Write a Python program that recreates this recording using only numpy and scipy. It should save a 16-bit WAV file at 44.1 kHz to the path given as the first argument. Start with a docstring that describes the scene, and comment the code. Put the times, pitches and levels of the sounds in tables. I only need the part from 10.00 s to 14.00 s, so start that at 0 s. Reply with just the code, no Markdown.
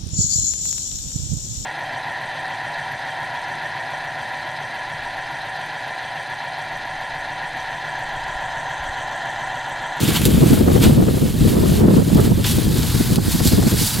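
"""Someone wades through dry sugar cane towards the microphone on a windy day.
From the start, papery leaves slide over each other in a fine crackle, while gusts buffet the two
microphone ports with a lumpy rumble that reaches higher the harder it blows. Blades sweep past the
body and a few snap, at once and again near 0.8 s. From 2 s on, small eddies pop on the ports, the
sweeps and snaps return, and the blades ring higher as they come closer; towards the end the gusts ease."""
import sys
import numpy as np
from scipy import signal
from scipy.io import wavfile
from scipy.ndimage import uniform_filter1d

SR = 44100
rng = np.random.default_rng(int(sys.argv[2]) if len(sys.argv) > 2 else 0)


def to_wav(s):
    """Save 16-bit WAV."""
    ch = np.atleast_2d(s).T  # columns
    pcm = np.round(np.clip(ch, -1, 1) * 32767)  # PCM
    wavfile.write(sys.argv[1], SR, pcm.astype(np.int16))


N = 176400
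TIME = np.arange(N) / SR

# All levels are relative. Steady rubbing of the leaves: t/s, level/dB
RUBBING = [(0, -25), (.22, -26.5), (.40, -28.5), (.49, -25), (.64, -31.5), (.78, -28.5), (.99, -34.5),
           (1.15, -31), (1.36, -33), (1.49, -27.5), (1.57, -34), (1.68, -28), (1.82, -31.5), (1.86, -36.5),
           (1.94, -32.5), (2.03, -33.5), (2.13, -29.5), (2.33, -35.5), (2.43, -31), (2.60, -27),
           (2.69, -31.5), (2.81, -26.5), (2.99, -25.5), (3.15, -27), (3.18, -36), (3.23, -29),
           (3.42, -25.5), (3.60, -27), (3.72, -25.5), (4, -25.5)]
# blades sweeping past: peak t/s, rise/s, fall/s, level/dB, hollow body/dB, top hiss/dB
SWEEPS = [(.04, 0.073, 0.14, -25.5, 1, -15), (.115, 0.0074, 0.028, -23.5, 4, -20),
          (.165, 0.013, 0.022, -16.5, -0.5, -6.5), (0.255, 0.0014, 0.015, -19.5, -23, 3.5),
          (.843, 0.02, 0.04, -15, -3, -4.5), (2.255, 0.015, 0.028, -28, 3.5, 0.5),
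          (2.447, 0.0029, 0.032, -19, -1.5, -13), (2.465, 0.0088, 0.092, -21.5, -15, -0.5),
          (2.52, 0.023, 0.037, -22.5, -13, 0), (3.33, 0.036, 0.018, -30.5, 3, 7.5),
          (3.478, 0.025, 0.034, -17.5, -15, 0.5), (3.82, 0.048, 0.033, -23, -20, 1),
          (3.875, 0.039, 0.041, -28, -4, 8.5)]
# spectral density of the rustle: f/Hz, level/dB
LEAF_SPECTRUM = [(400, -6.5), (900, 4.5), (1270, 0), (1600, 3.5), (2050, 0), (2700, -0.9), (3300, 0.5),
                 (4700, 0), (5700, -2.5), (7200, 1.44), (9000, 0.5), (12500, 1.7), (14300, -4), (16000, -6)]
# resonance of the approaching blades: t/s, centre f/Hz
BLADE_RESONANCE = [(0, 3150), (.85, 3200), (1.6, 3650), (2.45, 3430), (3.0, 4160), (4, 4300)]
# stereo width of the rustle: f/Hz, side against mid level/dB
LEAF_WIDTH = [(700, -11), (1600, -25), (2400, -15), (3500, -19.5), (5800, -13.5), (9000, -17),
              (12000, -22.5), (16000, -56)]
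# likeness of the wind at the two ports: f/Hz, correlation
PORT_CORRELATION = [(25, 0.85), (60, 0.99), (125, 0.72), (250, 0.4), (500, -0.47), (1000, -0.3),
                    (3000, 0.97)]
# strength of the deep rumble: t/s, level/dB
RUMBLE_LEVEL = [(0, -21), (.2, -23.5), (.27, -16.5), (.52, -20.5), (.72, -16), (.87, -15), (.97, -20.5),
                (1.3, -22.5), (1.47, -17), (1.66, -21), (1.79, -16.5), (1.9, -20.5), (2.06, -21),
                (2.2, -17), (2.43, -21), (3.12, -18.5), (3.26, -22), (3.46, -20.5), (3.56, -16.5),
                (3.74, -22), (3.83, -21), (3.89, -31), (4, -25)]
# spectral density of the rumble: f/Hz, level/dB
RUMBLE_SPECTRUM = [(20, -14), (40, -11), (70, -1.5), (115, 0.5), (175, -6.5), (250, -12), (400, -37),
                   (800, -40)]
# strength of the buffeting: t/s, level/dB
GUSTS = [(0, -18.5), (.18, -26.5), (.3, -14), (.65, -16), (.8, -13.5), (1.05, -16.5), (1.2, -17),
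         (1.3, -21.5), (1.48, -19), (1.64, -11), (1.77, -18), (1.80, -11.5), (2.0, -11), (2.06, -26.5),
         (2.16, -12.5), (2.3, -16.5), (2.37, -24), (2.7, -21.5), (3.0, -27.5), (3.24, -25), (3.48, -27.5),
         (3.59, -13.5), (3.7, -30), (3.83, -23), (3.89, -40), (4, -22)]
# spectral density of the buffeting: f/Hz, level/dB
BUFFET_SPECTRUM = [(90, -13), (160, 4), (250, -1), (400, -6.5), (550, -16.5), (800, -26), (1400, -35),
                   (2500, -62), (5000, -79)]
# single eddies striking the ports: t/s, level/dB, brightness/(dB per octave)
EDDIES = [(.033, -12, -1), (0.089, -13.5, -3), (0.275, -6, -4), (0.35, -11, -21.5), (.43, -5, 0),
          (0.521, 1, -4.5), (0.61, -8.5, 2.5), (0.689, -9, 5.5), (0.756, -5, 2), (0.859, -6, -1.5),
          (.907, -6.5, -1.5), (0.992, -2, -2.5), (1.025, -9.5, 0.5), (1.08, -10.5, 1), (1.245, -7, -8.5),
          (1.411, -11, -17), (1.462, -6, -5), (1.575, -9, 1.5), (1.623, -11, 1), (1.819, -12, 4.5),
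          (2.15, -8, -16), (2.193, -11, 5.5), (2.27, -16, -6), (2.319, -6, -2.5), (2.397, -9, 3.5),
          (2.586, -8, -11), (2.672, -9.5, -13), (2.962, -17, -12), (3.016, -11, -3), (3.124, -7, -8),
          (3.18, -11.5, -1), (3.284, -14.5, -3), (3.355, -12.5, -19), (3.405, -12.5, 6), (3.466, -7.5, -9),
          (3.536, -5.5, -2.5), (3.594, -13.5, -3), (3.666, -8, -5), (3.729, -10.5, 3)]
# stiff leaves and stalks breaking: t/s, level/dB, top hiss/dB
SNAPS = [(.1047, -17.5, -10), (.121, -17.5, -10), (.1705, -18, -8), (.2164, -19, -10), (.2533, -15, 1),
         (.839, -14.5, -4), (2.147, -27, 6), (2.4423, -13.5, -11), (2.8305, -20.5, -2), (3.1577, -15, -2),
         (3.165, -20, -4), (3.474, -12, 2)]
# short hollow pops in the wind: t/s, level/dB
POPS = [(2.103, -26), (2.585, -26), (3.187, -25.5), (3.405, -23.5), (3.628, -24)]

SLIPS_PER_S, SLIP_SPREAD_DB, SLIP_POWER_SHARE = 5000, 2.5, 0.52
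TICKS_PER_S, TICK_DB = 45, 13.5
LEAF_DB, LEAF_PAN_DB, BODY_HZ, HISS_HZ = -1.43, 0.22, 2480, 4560
FLUTTER_DB, FLUTTER_HZ, BAND_FLICKER_DB, BAND_FLICKER_HZ = 1.0, 15.7, 1.33, 59
RING_DB, RING_WIDTH_OCT = 5, 0.39
LUMP_RATE_HZ, LUMP_CORRELATION, TILT_PIVOT_HZ, TILT_FLICKER_DB_PER_OCT = 44, 0.3, 275, 0.8
SLAP_DB, SLAP_HZ, SLAP_OCT_PER_BRIGHTNESS, SLAP_SHARED_BELOW_HZ = 0.5, 174, 0.079, 210
SNAP_DECAY_S, SNAP_BODY_DB, SNAP_CRACK_DB = .0036, -5, 14


def from_db(db):
    """Amplitude ratio: a factor of ten for every 20 dB."""
    return 10 ** (np.asarray(db) / 20)


def unit_rms(x):
    """Normalisation to unit mean power."""
    return x / np.sqrt(np.mean(x ** 2) + 1e-20)


def in_time(rows):
    """Linear interpolation of a control curve at every sample."""
    return np.interp(TIME, *np.transpose(rows))


def at_hz(spectrum, hz):
    """Interpolation on a logarithmic frequency axis."""
    frequencies, values = np.transpose(spectrum)
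    return np.interp(np.log(hz), np.log(frequencies), values)


def drift(corner_hz):
    """Random modulation: low-passed noise with a spread of 1."""
    hop, settling = 40, 2000
    pole = np.exp(-2 * np.pi * corner_hz * hop / SR)
    white = rng.standard_normal(N // hop + settling + 2)
    slow = signal.lfilter([1], [1, -2 * pole, pole * pole], white)[settling:]
    return np.interp(np.arange(N) / hop, np.arange(len(slow)), unit_rms(slow))


def bands(spectrum, count):
    """Constant-Q filter bank: (centre f/Hz, filter, gain), the squared gains summing to 1."""
    edges = np.geomspace(spectrum[0][0], spectrum[-1][0], count + 1)
    centres = np.sqrt(edges[1:] * edges[:-1])
    gains = from_db(at_hz(spectrum, centres)) * np.sqrt(np.diff(edges))
    filters = [signal.butter(2, pair, "band", fs=SR, output="sos") for pair in zip(edges, edges[1:])]
    return zip(centres, filters, gains / np.linalg.norm(gains))


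def stereo(pair, correlation):
    """Sum and difference of two independent signals set the correlation of left and right."""
    mid = np.sqrt((1 + correlation) / 2) * pair[0]
    side = np.sqrt((1 - correlation) / 2) * pair[1]
    return np.array([mid + side, mid - side])


def crackle():
    """Stick-slip friction: tiny impulses, brittle ticks and each snap's first crack, over smooth noise."""
    sizes = from_db(SLIP_SPREAD_DB * np.minimum(rng.exponential(1, N), 6)) * rng.choice([-1, 1], N)
    chance = rng.random(N)
    slips = unit_rms(sizes * (chance < SLIPS_PER_S / SR))
    ticks = from_db(TICK_DB) * np.sign(sizes) * (chance < TICKS_PER_S / SR)
    ticks[[int(t * SR) for t, _, _ in SNAPS]] = from_db(SNAP_CRACK_DB)
    friction = rng.standard_normal(N)
    return ticks + np.sqrt(SLIP_POWER_SHARE) * slips + np.sqrt(1 - SLIP_POWER_SHARE) * friction


def sweep_power():
    """Blades brush past as incoherent sources, so their powers add; rows are body, middle and hiss."""
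    power = np.zeros((3, N))
    for t, rise, fall, db, body_db, hiss_db in SWEEPS:
        age = TIME - t
        swell = np.exp(-np.where(age < 0, (age / rise) ** 2 / 2, age / fall))
        power += (from_db([[db + body_db], [db], [db + hiss_db]]) * swell) ** 2
    return power


def leaves():
    """Source and filter: rubbing, sweeps and snaps drive the crackle; blade resonance colours it."""
    body_power, middle_power, hiss_power = from_db(in_time(RUBBING)) ** 2 + sweep_power() + snap_power()
    sources = [np.array([crackle(), rng.standard_normal(N)]) for _ in range(2)]
    flutter_db = FLUTTER_DB * drift(FLUTTER_HZ)
    ring_hz = in_time(BLADE_RESONANCE)
    out = np.zeros((2, N))
    for k, (hz, sos, gain) in enumerate(bands(LEAF_SPECTRUM, count=26)):
        body = 1 / (1 + (hz / BODY_HZ) ** 4)
        hiss = 1 / (1 + (HISS_HZ / hz) ** 6)
        middle = max(1 - body - hiss, 0)
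        envelope = np.sqrt(body * body_power + middle * middle_power + hiss * hiss_power)
        ring_db = RING_DB * np.exp(-(np.log2(hz / ring_hz) / RING_WIDTH_OCT) ** 2 / 2)
        envelope *= from_db(ring_db + flutter_db + BAND_FLICKER_DB * drift(BAND_FLICKER_HZ))
        # neighbouring bands alternate sources and flip sign, so each snap's shared crack does not cancel where
        # they overlap
        mid, side = unit_rms(signal.sosfilt(sos, sources[k % 2])) * (-1) ** k
        side *= from_db(at_hz(LEAF_WIDTH, hz))
        out += gain * envelope * np.array([mid + side, mid - side])
    return out * from_db([[LEAF_DB - LEAF_PAN_DB], [LEAF_DB + LEAF_PAN_DB]])


def steady(noise, window_s=0.042, amount=0.26):
    """Compression by the running power partly evens out the chance swells of noise."""
    power = uniform_filter1d(np.mean(noise ** 2, axis=0), int(window_s * SR)) + 1e-9
    return unit_rms(noise / power ** (amount / 2))


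def turbulence(gust_db, spectrum, lump_db, brightening, tilt=0):
    """Turbulent pressure hits each port in lumps; each dB tilts the spectrum by `brightening` dB/octave."""
    lumps = stereo([drift(LUMP_RATE_HZ), drift(LUMP_RATE_HZ)], LUMP_CORRELATION)
    swell_db = lump_db * np.clip(lumps, -2, 2)
    tilt = tilt + brightening * (gust_db - gust_db.mean() + swell_db)
    tilt += TILT_FLICKER_DB_PER_OCT * drift(LUMP_RATE_HZ)
    white = rng.standard_normal((2, 2, N))
    out = np.zeros((2, N))
    for k, (hz, sos, gain) in enumerate(bands(spectrum, count=12)):
        air = stereo(signal.sosfilt(sos, white[k % 2]), at_hz(PORT_CORRELATION, hz))
        octaves = np.clip(np.log2(hz / TILT_PIVOT_HZ), -.5, 2)
        out += gain * steady(air) * from_db(tilt * octaves)
    return out * from_db(gust_db) * unit_rms(from_db(swell_db))


def rumble(gain_db=1.4):
    """Slow pressure fluctuations of the wind on the ports make a deep rumble."""
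    return turbulence(in_time(RUMBLE_LEVEL) + gain_db, RUMBLE_SPECTRUM, lump_db=2.5, brightening=0.099)


def buffeting(gust_gain_db=0.4, eddy_gain_db=-4.5, eddy_width_s=0.012):
    """Gusts and single eddies add in power; each eddy briefly tilts the spectrum."""
    power = from_db(in_time(GUSTS) + gust_gain_db) ** 2
    tilt = np.zeros(N)
    for t, db, brightness in EDDIES:
        puff = np.exp(-((TIME - t) / eddy_width_s) ** 2 / 2)
        power += (from_db(db + eddy_gain_db) * puff) ** 2
        tilt += brightness * puff
    return turbulence(10 * np.log10(power), BUFFET_SPECTRUM, lump_db=4, brightening=0.2, tilt=tilt)


def slaps():
    """A bipolar pressure pulse: each eddy's core pulls and pushes the two diaphragms once, unequally."""
    mid, side = np.zeros((2, N))
    for t, db, brightness in EDDIES:
        hz = SLAP_HZ * 2 ** (SLAP_OCT_PER_BRIGHTNESS * brightness)
        phase = 2 * np.pi * hz * (TIME - t)
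        pulse = from_db(db + SLAP_DB) * phase * np.exp((1 - phase ** 2) / 2)
        stereo_angle = 2 * np.pi * rng.random()
        mid += pulse * np.cos(stereo_angle)
        side += pulse * np.sin(stereo_angle)
    # both ports feel the deepest part alike
    side = signal.sosfilt(signal.butter(2, SLAP_SHARED_BELOW_HZ, "high", fs=SR, output="sos"), side)
    return np.array([mid + side, mid - side])


def snap_power():
    """Brittle fracture: power jumps, then decays exponentially; rows are body, middle and hiss."""
    power = np.zeros((3, N))
    for t, db, hiss_db in SNAPS:
        decay = (TIME >= t) * np.exp(-abs(TIME - t) / SNAP_DECAY_S)
        power += (from_db([[db + SNAP_BODY_DB], [db], [db + hiss_db]]) * decay) ** 2
    return power


def pops(width_s=.003, band_hz=(480, 1000)):
    """Smaller eddies give higher frequencies: tight ones knock on the ports above the rumble."""
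    band = signal.butter(2, band_hz, "band", fs=SR, output="sos")
    air = stereo(signal.sosfilt(band, rng.standard_normal((2, N))), LUMP_CORRELATION)
    out = np.zeros((2, N))
    for t, db in POPS:
        swell = np.exp(-((TIME - t) / width_s) ** 2 / 2)
        out += from_db(db) * swell.std() * unit_rms(air * swell)
    return out


def scene():
    """Superposition of the wind at the microphone and the leaves ahead."""
    return rumble() + leaves() + buffeting() + slaps() + pops()


def record(dry):
    """Soft saturation rounds the highest peaks; a steep low-pass cuts the top."""
    cutoff_hz = 15900
    rounded = dry / (1 + dry ** 6) ** (1 / 6)
    return signal.sosfilt(signal.ellip(12, .1, 80, cutoff_hz, fs=SR, output="sos"), rounded)


dry = scene()
out = record(dry)
to_wav(out)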